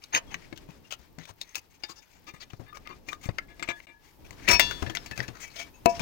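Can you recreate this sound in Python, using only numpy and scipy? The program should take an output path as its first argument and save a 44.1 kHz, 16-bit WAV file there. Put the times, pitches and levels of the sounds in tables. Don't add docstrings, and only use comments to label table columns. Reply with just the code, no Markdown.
import sys
import numpy as np
from scipy import signal
from scipy.fft import rfft, irfft, next_fast_len
from scipy.io import wavfile
from scipy.ndimage import map_coordinates

SR = 44100
rng = np.random.default_rng(int(sys.argv[2]) if len(sys.argv) > 2 else 0)


def linear_from_db(decibels):
    return 10 ** (np.asarray(decibels, float) / 20)


def master(y):
    cut = np.clip(np.atleast_2d(y).T, -1, 1)
    pcm = np.round(cut * 32767)
    wavfile.write(sys.argv[1], SR, pcm.astype(np.int16))


N = 265041
BLOCK, SPAN, LEAD = 1024, 16384, 512
CUT_START_S, CUT_END_S = 3.860, 3.8688


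def unit(x):
    return x / np.sqrt(np.mean(x ** 2) + 1e-20)


def peak(x):
    return x / (np.abs(x).max() + 1e-20)


def along(points, hz):
    f, v = np.transpose(points)
    return np.interp(np.log(hz + 1), np.log(f + 1), v)


def curves(rows):
    s, *cols = np.transpose(rows)
    return [np.interp(np.arange(N) / SR, s, c) for c in cols]


def wobble(rate):
    knots = rng.standard_normal(int(N * rate / SR) + 4)
    return map_coordinates(knots, [np.arange(N) * rate / SR])


def filtered(x, response):
    m = next_fast_len(x.shape[-1] + 4096)
    return irfft(rfft(x, m) * response(np.fft.rfftfreq(m, 1 / SR)), m)[..., :x.shape[-1]]


def noise(spectrum, alike):
    a, b = filtered(rng.standard_normal((2, N)), lambda hz: linear_from_db(along(spectrum, hz)))
    return unit(np.array([a, alike * a + np.sqrt(1 - alike ** 2) * b]))


def add(track, s, x):
    track[round(s * SR):][:len(x)] += x


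# (time [s], peak level [dB], body [Hz], brightness [dB])
BIT_TAPS = [(0.039, -40, 3960, 1), (.149, -14.5, 2000, -7.5), (0.343, -20, 1850, -18),
            (.527, -34.5, 1660, -17.5), (0.576, -41.5, 2920, 0), (.924, -23.5, 3054, -8.5),
            (1.186, -36, 1456, -12.5), (1.254, -40.5, 2490, -7.5), (1.414, -29, 3630, -1.5),
            (1.555, -23.5, 2560, -1.5), (1.493, -62.5, 6100, 16), (1.547, -30.5, 2670, -16.5)]
# (time [s], peak level [dB], body [Hz], brightness [dB])
DEAD_TAPS = [(2.73, -43.5, 1170, -30), (3.29, -29.5, 1030, -36.5), (3.385, -19, 1960, -18),
             (3.802, -37.5, 2200, -43), (4.308, -35.5, 1024, -8.5), (4.828, -27, 1320, -28),
             (4.971, -18.5, 3630, -22), (5.177, -27, 2530, -7.5), (5.203, -17.5, 1865, -23),
             (5.281, -33.5, 2610, -10.5)]
# (time [s], peak level [dB], body [Hz], brightness [dB], ring [dB])
LIVE_TAPS = [(1.837, -26, 4830, -26, 3.5), (3.087, -30.5, 2240, -9, -5), (3.596, -38, 1950, -12, 6),
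             (3.626, -23, 2150, -18.5, -1), (3.689, -34, 2350, -22, 17.5), (3.87, -43, 2280, -38.5, 1),
             (4.487, -10, 2330, -10.5, -5.5), (4.513, -21, 2050, 0, -4), (4.596, -8.5, 2130, -6.5, 2),
             (4.711, -22.5, 1430, -12.5, -9.5), (4.864, -33, 1740, -30, 5.5),
             (4.898, -25.5, 1750, -13.5, -5.5), (4.951, -25.5, 2130, -4.5, 1), (5.061, -37, 2380, -3.5, 3),
             (5.112, -29, 1710, -14, -5), (5.995, -27, 2350, -9, -4.5)]
# (time [s], peak level [dB], body [Hz], brightness [dB], ring [dB])
CRISP_TAPS = [
    (2.534, -39.5, 1330, -14, -6),
    (2.772, -34, 2450, -25.5, -32),
    (2.874, -32.5, 2180, -17, -2),
    (3.131, -22.5, 1170, -19, -21),
    (5.859, -14, 684, -6.5, 7.5),
]


def taps():
    out, t = np.zeros(N + SPAN), (np.arange(BLOCK * 3) - LEAD) / SR
    blow = (np.arange(LEAD + 1) == LEAD) * 1.
    rows = [(*row, -33, .034) for row in BIT_TAPS]
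    rows += [(*row, -35, .029) for row in DEAD_TAPS]
    rows += [(*row, .072) for row in LIVE_TAPS]
    rows += [(*row, .0074) for row in CRISP_TAPS]
    for s, db, hz, bright_db, ring_db, t60 in rows:
        lead_in = linear_from_db(-24 + 2500 * t)
        fall = linear_from_db(-60 * t / np.clip(t60, .005, .2)) + 2.2 * linear_from_db(-60 * t / .005)
        onset = 1 - .9 * np.exp(-np.abs(t) / .0003)
        force = np.where(t < 0, lead_in, fall * onset)
        add(out, s - LEAD / SR - .0003, contact(s, db, hz, bright_db, ring_db, force, scatter_db=1, blow=blow))
    return out[:N]


# (start [s], peak level [dB], body [Hz], brightness [dB])
DEAD_SLIDES = [(.415, -47, 2116, -15.5), (.677, -47.5, 884, -12.5), (.906, -35, 2970, -8),
               (1.2, -44, 1990, -14), (1.27, -37.5, 930, -14), (1.404, -46, 4150, -4.5),
               (1.551, -36, 2570, -4.5), (1.885, -40, 1095, -5.5), (2.399, -37.5, 4480, -11),
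               (2.742, -40, 1230, -11.5), (4.374, -43, 2020, -32.5), (5.401, -40, 2100, -3),
               (0.303, -37, 887, -24), (5.888, -44, 5280, 4)]
# (start [s], peak level [dB], body [Hz], brightness [dB], length [s])
LIVE_SLIDES = [(2.847, -48, 2100, -26, 0.028), (5.587, -34.5, 2260, -12.5, 0.049),
               (2.266, -38.5, 2570, -8.5, 0.052), (2.887, -41, 1050, -20, 0.05),
               (3.063, -47, 2290, -3.5, 0.1), (3.211, -40, 2220, -3, 0.065), (3.675, -29, 2300, -17, 0.053),
               (4.496, -20.5, 1280, -3, 0.066), (4.528, -21, 2370, -23, 0.048),
               (5.154, -37, 1660, -7, 0.097), (5.395, -48, 2100, 0, 0.11), (5.555, -33, 3310, -5.5, 0.097)]
# (start [s], peak level [dB], body [Hz], brightness [dB], length [s])
HOLDER_SLIDES = [
    (0.124, -22.5, 900, -20, 0.071),
    (0.133, -19, 1640, -28.5, 0.052),
]
# (start [s], peak level [dB], body [Hz], brightness [dB])
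SINGING_SLIDES = [(1.955, -54.5, 5130, 4), (2.335, -50, 1870, -5), (2.659, -54, 1600, -26.5),
                  (3.113, -49, 1230, 2), (3.251, -52, 1290, 2), (3.481, -52.5, 2190, -18.5),
                  (3.871, -50, 2290, -45), (4.474, -18, 2216, -36)]
# (start [s], peak level [dB], body [Hz], length [s])
BRUSHES = [(0.015, -46.5, 2330, 0.053), (0.229, -60.5, 1600, 0.11), (0.556, -45, 3240, 0.04),
           (0.837, -59, 2780, 0.056), (0.987, -59, 980, 0.052), (1.233, -46.5, 3550, 0.042),
           (1.437, -52.5, 2000, 0.15), (1.739, -55, 2390, 0.036), (2.016, -51, 2310, 0.038),
           (2.497, -68, 4040, .13), (2.597, -56.5, 890, 0.034), (3.757, -50, 1810, 0.055),
           (3.818, -59, 2270, 0.053), (4.026, -55.5, 2115, 0.1), (4.243, -47.5, 2370, 0.038),
           (4.322, -47, 1000, 0.03), (4.419, -36, 1920, 0.088), (4.985, -56, 3740, 0.11),
           (5.22, -35.5, 1620, .057), (5.325, -41.5, 1340, 0.18), (5.496, -45.5, 2150, 0.14),
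           (5.93, -37.5, 5350, 0.073), (2.083, -59.5, 2350, .11)]
# (start [s], peak level [dB], body [Hz], length [s])
RATTLES = [(1.884, -38, 4850, 0.044), (2.1, -57, 7600, 0.024), (4.477, -21, 2300, 0.018),
           (4.509, -17, 2200, 0.015), (3.3, -49.5, 2100, .02), (3.835, -54.5, 2000, 0.016),
           (3.92, -60, 2250, 0.021), (5.286, -42.5, 1400, 0.0089), (5.158, -47, 3300, .012),
           (5.428, -38, 2000, .03), (3.225, -43.5, 2400, 0.042), (2.5, -45, 2900, .012),
           (1.195, -45.5, 2200, 0.0081), (1.563, -33.5, 960, 0.011), (1.7, -58, 8100, 0.035),
           (0.34, -57, 5300, .015), (3.2, -61.5, 5700, 0.061), (.76, -60.5, 9300, 0.033),
           (.155, -23.5, 950, .03), (5.5, -49, 4350, 0.037), (2.418, -38.5, 3400, 0.026),
           (.165, -29, 2900, 0.027), (4.955, -33, 2060, 0.019), (.135, -33.5, 14500, .05),
           (.31, -45.5, 2700, .016), (4.6, -28, 2600, 0.015), (5.284, -40, 4600, .008),
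           (6.001, -28, 850, .012), (2.05, -60, 12000, .1), (2.13, -57, 7300, .08), (.14, -30, 3250, .035),
           (1.824, -52, 2300, .014), (4.821, -30, 400, .012), (3.69, -40, 650, .04), (1.795, -56, 700, .02),
           (5.858, -36, 3400, .005)]


def slides():
    out = np.zeros(N + SPAN)
    rows = [(*row, .051, -35) for row in DEAD_SLIDES]
    rows += [(*row, -.5) for row in LIVE_SLIDES]
    rows += [(*row, -10.5) for row in HOLDER_SLIDES]
    rows += [(*row, .056, 5) for row in SINGING_SLIDES]
    rows += [(s, db, hz, -36 - .5631 * db, length, -12) for s, db, hz, length in BRUSHES]
    rows += [(s, db, hz, -12, length, -7) for s, db, hz, length in RATTLES]
    for s, db, hz, bright_db, length, ring_db in rows:
        force = stroke(length)
        add(out, s, contact(s, db, hz, bright_db, ring_db, force, scatter_db=1.5, blow=None))
    return out[:N]


def stroke(length):
    t = np.arange(BLOCK * 5) / SR
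    fine = np.repeat(rng.standard_normal(len(t) // 64), 64)
    slips = np.interp(t * 130, np.arange(20), rng.standard_normal(20))
    swell = np.sin(np.pi * np.clip(t / length, 0, 1) ** 0.71) ** 0.77
    return swell * linear_from_db(0.77 * fine + 4.0 * slips)


def resonance(f, centre, width):
    return 1j * f * width / (centre * centre - f * f + 1j * f * width)


# (frequency [Hz], level per Hz [dB])
CRACK = [(180, -49), (300, -14.5), (2610, -3.5), (3500, -8), (6520, -6.5), (8220, -17), (11500, -23.5),
         (15200, -15)]


def contact(s, db, hz, bright_db, ring_db, force, scatter_db, blow):
    white = rng.standard_normal(len(force))
    burst = force * white
    chance = rng.random((24, 2, 1))
    local_hz, local = 500 * 26 ** chance[:, 0], linear_from_db(14 * chance[:, 1] - 9)
    lift = linear_from_db(-3 - along(CRACK, hz))

    def crack(f):
        return linear_from_db(along(CRACK, f))

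    def spot(f):
        struck = 1.7 * lift * resonance(f, hz, .13 * hz)
        return crack(f) * (.3 + struck + .55 * np.sum(local * resonance(f, local_hz, 90), 0))

    span = SPAN if ring_db > -19 and s > STATES[0] else SPAN // 4
    coloured = filtered(burst, spot)
    body = filtered(coloured, lambda f: 1 / (1 + (f / 5000) ** 6))
    out = linear_from_db(ring_db) * ringing(s, hz, burst if blow is None else blow, scatter_db, span)
    if blow is not None:
        fade = linear_from_db(-60 * np.arange(SPAN - LEAD) / SR / 0.79)
        crowd = filtered(np.resize(white, SPAN - LEAD) * fade, crack)
        crowd_db = min(ring_db, 1) - 25.0 - 8 * (s > STATES[-2])
        out[LEAD:] += linear_from_db(crowd_db) * peak(crowd)
    out[:len(force)] += peak(body) + linear_from_db(bright_db + 5.0) * peak(coloured - body)
    return linear_from_db(db) * out


# (frequency [Hz], level [dB], t60 [s])
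BITS = [(6460, 0, .045)]
TOUCHED = [(350, -6, .08), (845, -4, .1), (1728, -8, .15), (2250, -3, .05), (2799, -2, .06),
           (3640, -4, .11), (4404, -8, .06), (4850, 0, .045), (4920, -3, .05), (5400, -9, .06),
           (6982, -10, .06)]
TURNED = [(350, -10, .06), (1230, -2, .05), (1735, -10, .1), (2130, -3, .04), (2400, -4, .05),
          (2790, -9, .04), (3630, -9, .09), (4500, -10, .04)]
GRIPPED = [(350, -8, .1), (690, -8, .1), (925, -17, .3), (1230, -5, .04), (1690, -13, .2), (7600, -12, .05),
           (2130, -3, .045), (2350, -1, .06), (2790, -10, .06), (3445, -15, .12), (3630, -12, .08),
           (3930, -12, .05)]
PRIED = [(350, -10, .1), (684, -14, .2), (969, -9, .3), (1750, -14, .3), (1900, -9, .05), (2290, -2, .16),
         (2562, -2, .2), (3618, -20, .3), (4425, -15, .4), (5222, -12, .12), (5519, -8, .5),
         (6503, -14, .08), (7063, -22, .1), (9873, -22, .1)]
LOOSE = [(972, -10, .3), (350, -12, .15), (1750, -7, .42), (2060, -5, .05), (2299, -5, .09),
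         (2558, -7, .14), (2751, -2, .3), (3445, -4, .5), (3618, -6, .25), (3984, -12, .38),
         (4479, -11, .4), (4835, -13, .23), (5521, -8, .25), (6304, -14, .3)]
LEANING = [(690, -12, .12), (974, -16, .12), (1745, -5, .2), (2060, -3, .05), (2299, -5, .06),
           (2600, -4, .08), (2751, -6, .12), (3300, -6, .05), (3618, -10, .1), (3984, -12, .15),
           (4440, -12, .15), (5521, -14, .15)]
HELD = [(684, -9, .12), (2290, 0, .13), (2580, -3, .1), (3200, -6, .05), (6540, -10, .07)]
LAID = [(350, -6, .09), (226, -14, .12), (485, -12, .12), (570, -14, .1), (684, -5, .22), (972, -8, .22),
        (1707, -26, .2), (2285, -22, .2), (2584, -15, .13), (2692, -22, .25)]
STATES = [
    1.8,
    2.22,
    3.33,
    4.4,
    4.594,
    4.822,
    5.35,
    5.85,
    7,
]


def ringing(s, hz, drive, scatter_db, span):
    state = np.searchsorted(STATES, s)
    grips = [BITS, TOUCHED, TURNED, GRIPPED, PRIED, LOOSE, LEANING, HELD, LAID]
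    freq, level, t60 = np.transpose(grips[state])[..., None]
    t = np.arange(span) / SR
    nearby_db = 7 * np.exp(-(np.log(freq / hz) / .05) ** 2)
    strength_db = level + nearby_db + scatter_db * rng.standard_normal((20, 1))[:len(freq)]
    knots = rng.standard_normal((20, 24))[:len(freq)]
    flutter_db = 1.1 * np.array([np.interp(t * 55, np.arange(24), k) for k in knots])
    decay_db = -60 * t / np.minimum(t60, .6)
    modes = np.sum(linear_from_db(strength_db + flutter_db + decay_db) * np.sin(2 * np.pi * freq * t), 0)
    stilled = linear_from_db(-600 * np.maximum(s + t - STATES[state], 0))
    rung = peak(signal.fftconvolve(modes, drive)[:span]) * stilled
    return np.pad(rung, (0, SPAN - span))


# (start [s], peak level [dB], frequency [Hz], length [s])
SONGS = [(.128, -36, 6460, .04), (.14, -24, 6460, .05), (.328, -50, 6460, .045), (4.498, -28, 5519, .03),
         (4.506, -20, 5519, .066), (4.55, -30, 5519, .046), (4.5, -24, 2290, .068), (4.52, -25, 2558, .048),
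         (4.52, -34, 4424, .075), (3.4, -57, 1690, .07), (3.495, -56, 1690, .08), (3.69, -47, 1690, .12),
         (3.87, -60, 1692, .17), (3.87, -63, 925, .15), (4.477, -25, 1920, .02), (4.481, -24, 2600, .018),
         (1.85, -60, 3635, .1), (1.835, -38, 2815, .02), (1.835, -38, 4850, .02), (1.9, -52, 350, .03),
         (2.11, -69, 2330, .09), (3.71, -52, 3445, .07), (4.895, -42, 1745, .06), (5.11, -46, 1745, .07),
         (5.06, -56, 4440, .07), (4.98, -54, 5250, .08), (5.42, -45, 6700, .045), (5.42, -47, 5900, .045),
         (5.11, -47, 2600, .06), (3.384, -25, 2120, .016), (3.384, -33, 1360, .016),
         (2.727, -43, 1200, .02), (2.74, -48, 1230, .04), (2.865, -44, 1220, .022),
         (3.122, -37, 1200, .022), (.845, -55, 2780, .022), (2.67, -54, 1730, .06),
         (3.085, -38, 2400, .025), (4.5, -30, 970, .095), (4.48, -28, 2600, .04), (4.511, -20, 2000, .008),
         (4.895, -40, 3300, .016), (4.95, -33, 2060, .016), (.272, -59, 3300, .04),
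         (.1485, -17, 2600, .003), (.148, -30, 5200, .004), (.15, -38, 2950, .04), (3.625, -40, 7600, .02),
         (3.255, -52, 7550, .025), (5.735, -62, 2600, .07), (5.74, -64, 6600, .06), (5.75, -64, 975, .07),
         (5.565, -50, 3220, .06), (.135, -32, 1750, .04), (.142, -46, 7900, .025)]


def songs():
    out, rough = np.zeros(N + SPAN), linear_from_db(2.5 * wobble(140))
    for s, db, hz, length in SONGS:
        t = np.arange(int(length * SR)) / SR
        now = t + round(s * SR) / SR
        tone = np.sin(2 * np.pi * hz * now) + .2 * np.sin(2 * np.pi * (hz + 37) * now)
        swell = np.abs(np.sin(np.pi * (t / length) ** .55))
        add(out, s, linear_from_db(db) * swell * tone * rough[round(s * SR):][:len(t)])
    return out[:N]


# (time [s], peak level [dB], frequency [Hz])
KNOCKS = [(0.525, -32.5, 323), (0.688, -36, 169), (1.577, -47.5, 71), (1.896, -42, 347),
          (2.338, -41.5, 141), (2.532, -32.5, 107), (3.258, -28, 99), (3.288, -17, 104.4),
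          (3.619, -38.5, 342), (3.683, -36, 356), (4.308, -38, 77), (5.175, -36.5, 135), (5.86, -15, 355),
          (6.002, -27, 158)]
# (time [s], peak level [dB], frequency [Hz])
LANDINGS = [(0.14, -31, 296), (.341, -42, 167), (0.993, -47.5, 69.6), (1.182, -34.5, 161),
            (1.295, -41, 100), (2.595, -32.5, 112.5), (2.896, -42.5, 359), (3.08, -39, 292),
            (4.485, -20, 356), (4.528, -22, 58.1), (4.823, -20.5, 84.2), (4.87, -29, 117.7),
            (4.898, -34.5, 323), (5.11, -35.5, 124), (5.19, -26, 121.5), (5.284, -30.5, 118.7)]


def boards():
    out, t = np.zeros(N + SPAN), np.arange(BLOCK * 8) / SR
    rows = [(*row, .055) for row in KNOCKS] + [(*row, .16) for row in LANDINGS]
    for s, db, hz, t60 in rows:
        floor_mode = np.sin(2 * np.pi * 118 * t + rng.uniform(0, np.pi))
        push = np.sin(2 * np.pi * hz * t) + 0.071 * floor_mode

        def dull(f):
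            return 1 / (1 + (f / 350) ** 1.74) / (1 + (.3 * hz / (f + 1)) ** 4)

        puff = unit(filtered(rng.standard_normal(len(t)), dull))
        shape = linear_from_db(-60 * t / t60) * (1 - np.exp(-t / 0.0015))
        add(out, s, linear_from_db(db) * peak((push + 0.63 * puff) * shape))
    return out[:N]


def splice_ticks():
    ticks, at = np.zeros(N), np.arange(663, int(CUT_START_S * SR), BLOCK)
    level = linear_from_db(-35.0 + 3.5 * rng.standard_normal(len(at)))
    ticks[at] = level * rng.choice([-1, 1], len(at))
    return filtered(ticks, lambda f: (f / 15000) ** 4.5)


# (frequency [Hz], t60 [s])
WALLS = [(200, 0.32), (2000, 0.14), (10000, 0.023)]


def room(x):
    hz, t, z = signal.stft(rng.standard_normal((2, SR // 2)), SR, nperseg=256)
    decay = linear_from_db(-60 * t / along(WALLS, hz)[:, None])
    tail = signal.istft(z * decay, SR, nperseg=256)[1]
    delayed = np.pad(x, (150, 0))[None]
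    return signal.fftconvolve(delayed, tail / np.linalg.norm(tail[0]), axes=1)[:, :N]


# (time [s], rustle level [dB], rumble level [dB])
STIR = [(0.0, -65.5, -57), (0.33, -58, -47.5), (1.25, -67.5, -58), (3.68, -63.5, -47.5), (3.97, -70, -53.5),
        (4.32, -55.5, -46.5), (4.65, -41.5, -37.5), (4.85, -51.5, -45), (5.3, -54.5, -46), (5.86, -60, -50),
        (6.01, -43.5, -38)]
# (frequency [Hz], level per Hz [dB])
CLOTH = [(240, -54.5), (400, -11), (2180, -9), (3600, -13.5), (5410, -14), (9000, -25.5), (11700, -28),
         (19800, -120)]
# (frequency [Hz], level per Hz [dB])
RUMBLE = [(12, -31), (20, 3.5), (140, -4.5), (208, -8), (295, -5), (900, -22), (1170, -23.5), (1980, -120)]
# (frequency [Hz], level per Hz [dB])
HISS = [(500, -27.5), (895, 2.5), (1040, -9), (1700, -24.5), (2830, -19), (9180, -22.5), (15100, -12),
        (16200, -20.5)]
# (time [s], level [dB])
HISS_DB = [(0, -70.5), (3.8, -71), (3.95, -74), (4.1, -65), (6, -63)]


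def background():
    rustle_db, rumble_db = curves(STIR)
    stir_db = 3.2 * wobble(28) + wobble(5.3)
    rustle = linear_from_db(rustle_db - 3.0 + stir_db + [[3.5], [-4.5]]) * noise(CLOTH, 0.17)
    wander_db = 2.5 * wobble(14) + 2 * wobble(4)
    rumble = linear_from_db(rumble_db - 7.0 + wander_db + [[2.5], [-.5]]) * noise(RUMBLE, 0.23)
    hiss = linear_from_db(curves(HISS_DB)[0]) * noise(HISS, 0.012)
    return rustle + rumble + hiss


# (time [s], left over right level [dB])
PLACE = [(0, 9), (.1, 0), (.2, 0), (.3, 12), (1.3, 11), (1.5, 7), (1.8, 13), (5.7, 12), (5.9, 16)]


def scene():
    steel, thuds = taps() + slides() + songs(), boards()
    right = linear_from_db(-curves(PLACE)[0])
    bounce = linear_from_db(-19.5 - 60 * np.arange(900) / SR / .03) * np.diff(rng.standard_normal((2, 901)))
    first, second = signal.fftconvolve(steel[None], bounce, axes=1)[:, :N]
    turn = 2 * wobble(6)
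    reflected = np.cos(turn) * first + np.sin(turn) * second
    late = np.pad(steel + linear_from_db(-14.5) * thuds, (20, 0))[:N]
    far = late + (.75 + right) * reflected
    far = filtered(far, lambda f: 1 / (1 + (f / 10700) ** 2))
    pair = np.array([steel + thuds, .68 * right * far]) * 2 / (1 + .6 * right)
    return pair + linear_from_db([[-17], [-19]]) * room(steel + linear_from_db(-9.5) * thuds) + background()


def low_pass(x):
    return signal.sosfilt(signal.butter(12, 16670, fs=SR, output="sos"), x)


def record(dry):
    t = np.arange(N) / SR
    fade_out = (CUT_START_S + 0.0015 - t) / 0.0081
    fade_in = (t - CUT_END_S) / 0.00084
    gap = np.clip(np.maximum(fade_out, fade_in), .05, 1)
    x = (dry + [[1], [0]] * splice_ticks()) * gap
    x = filtered(x, lambda f: np.where(f < 15900, 1, .04))
    x = x / (1 + np.abs(x) ** 8) ** (1 / 8)
    return low_pass(x)


dry = scene()
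out = record(dry)
master(out)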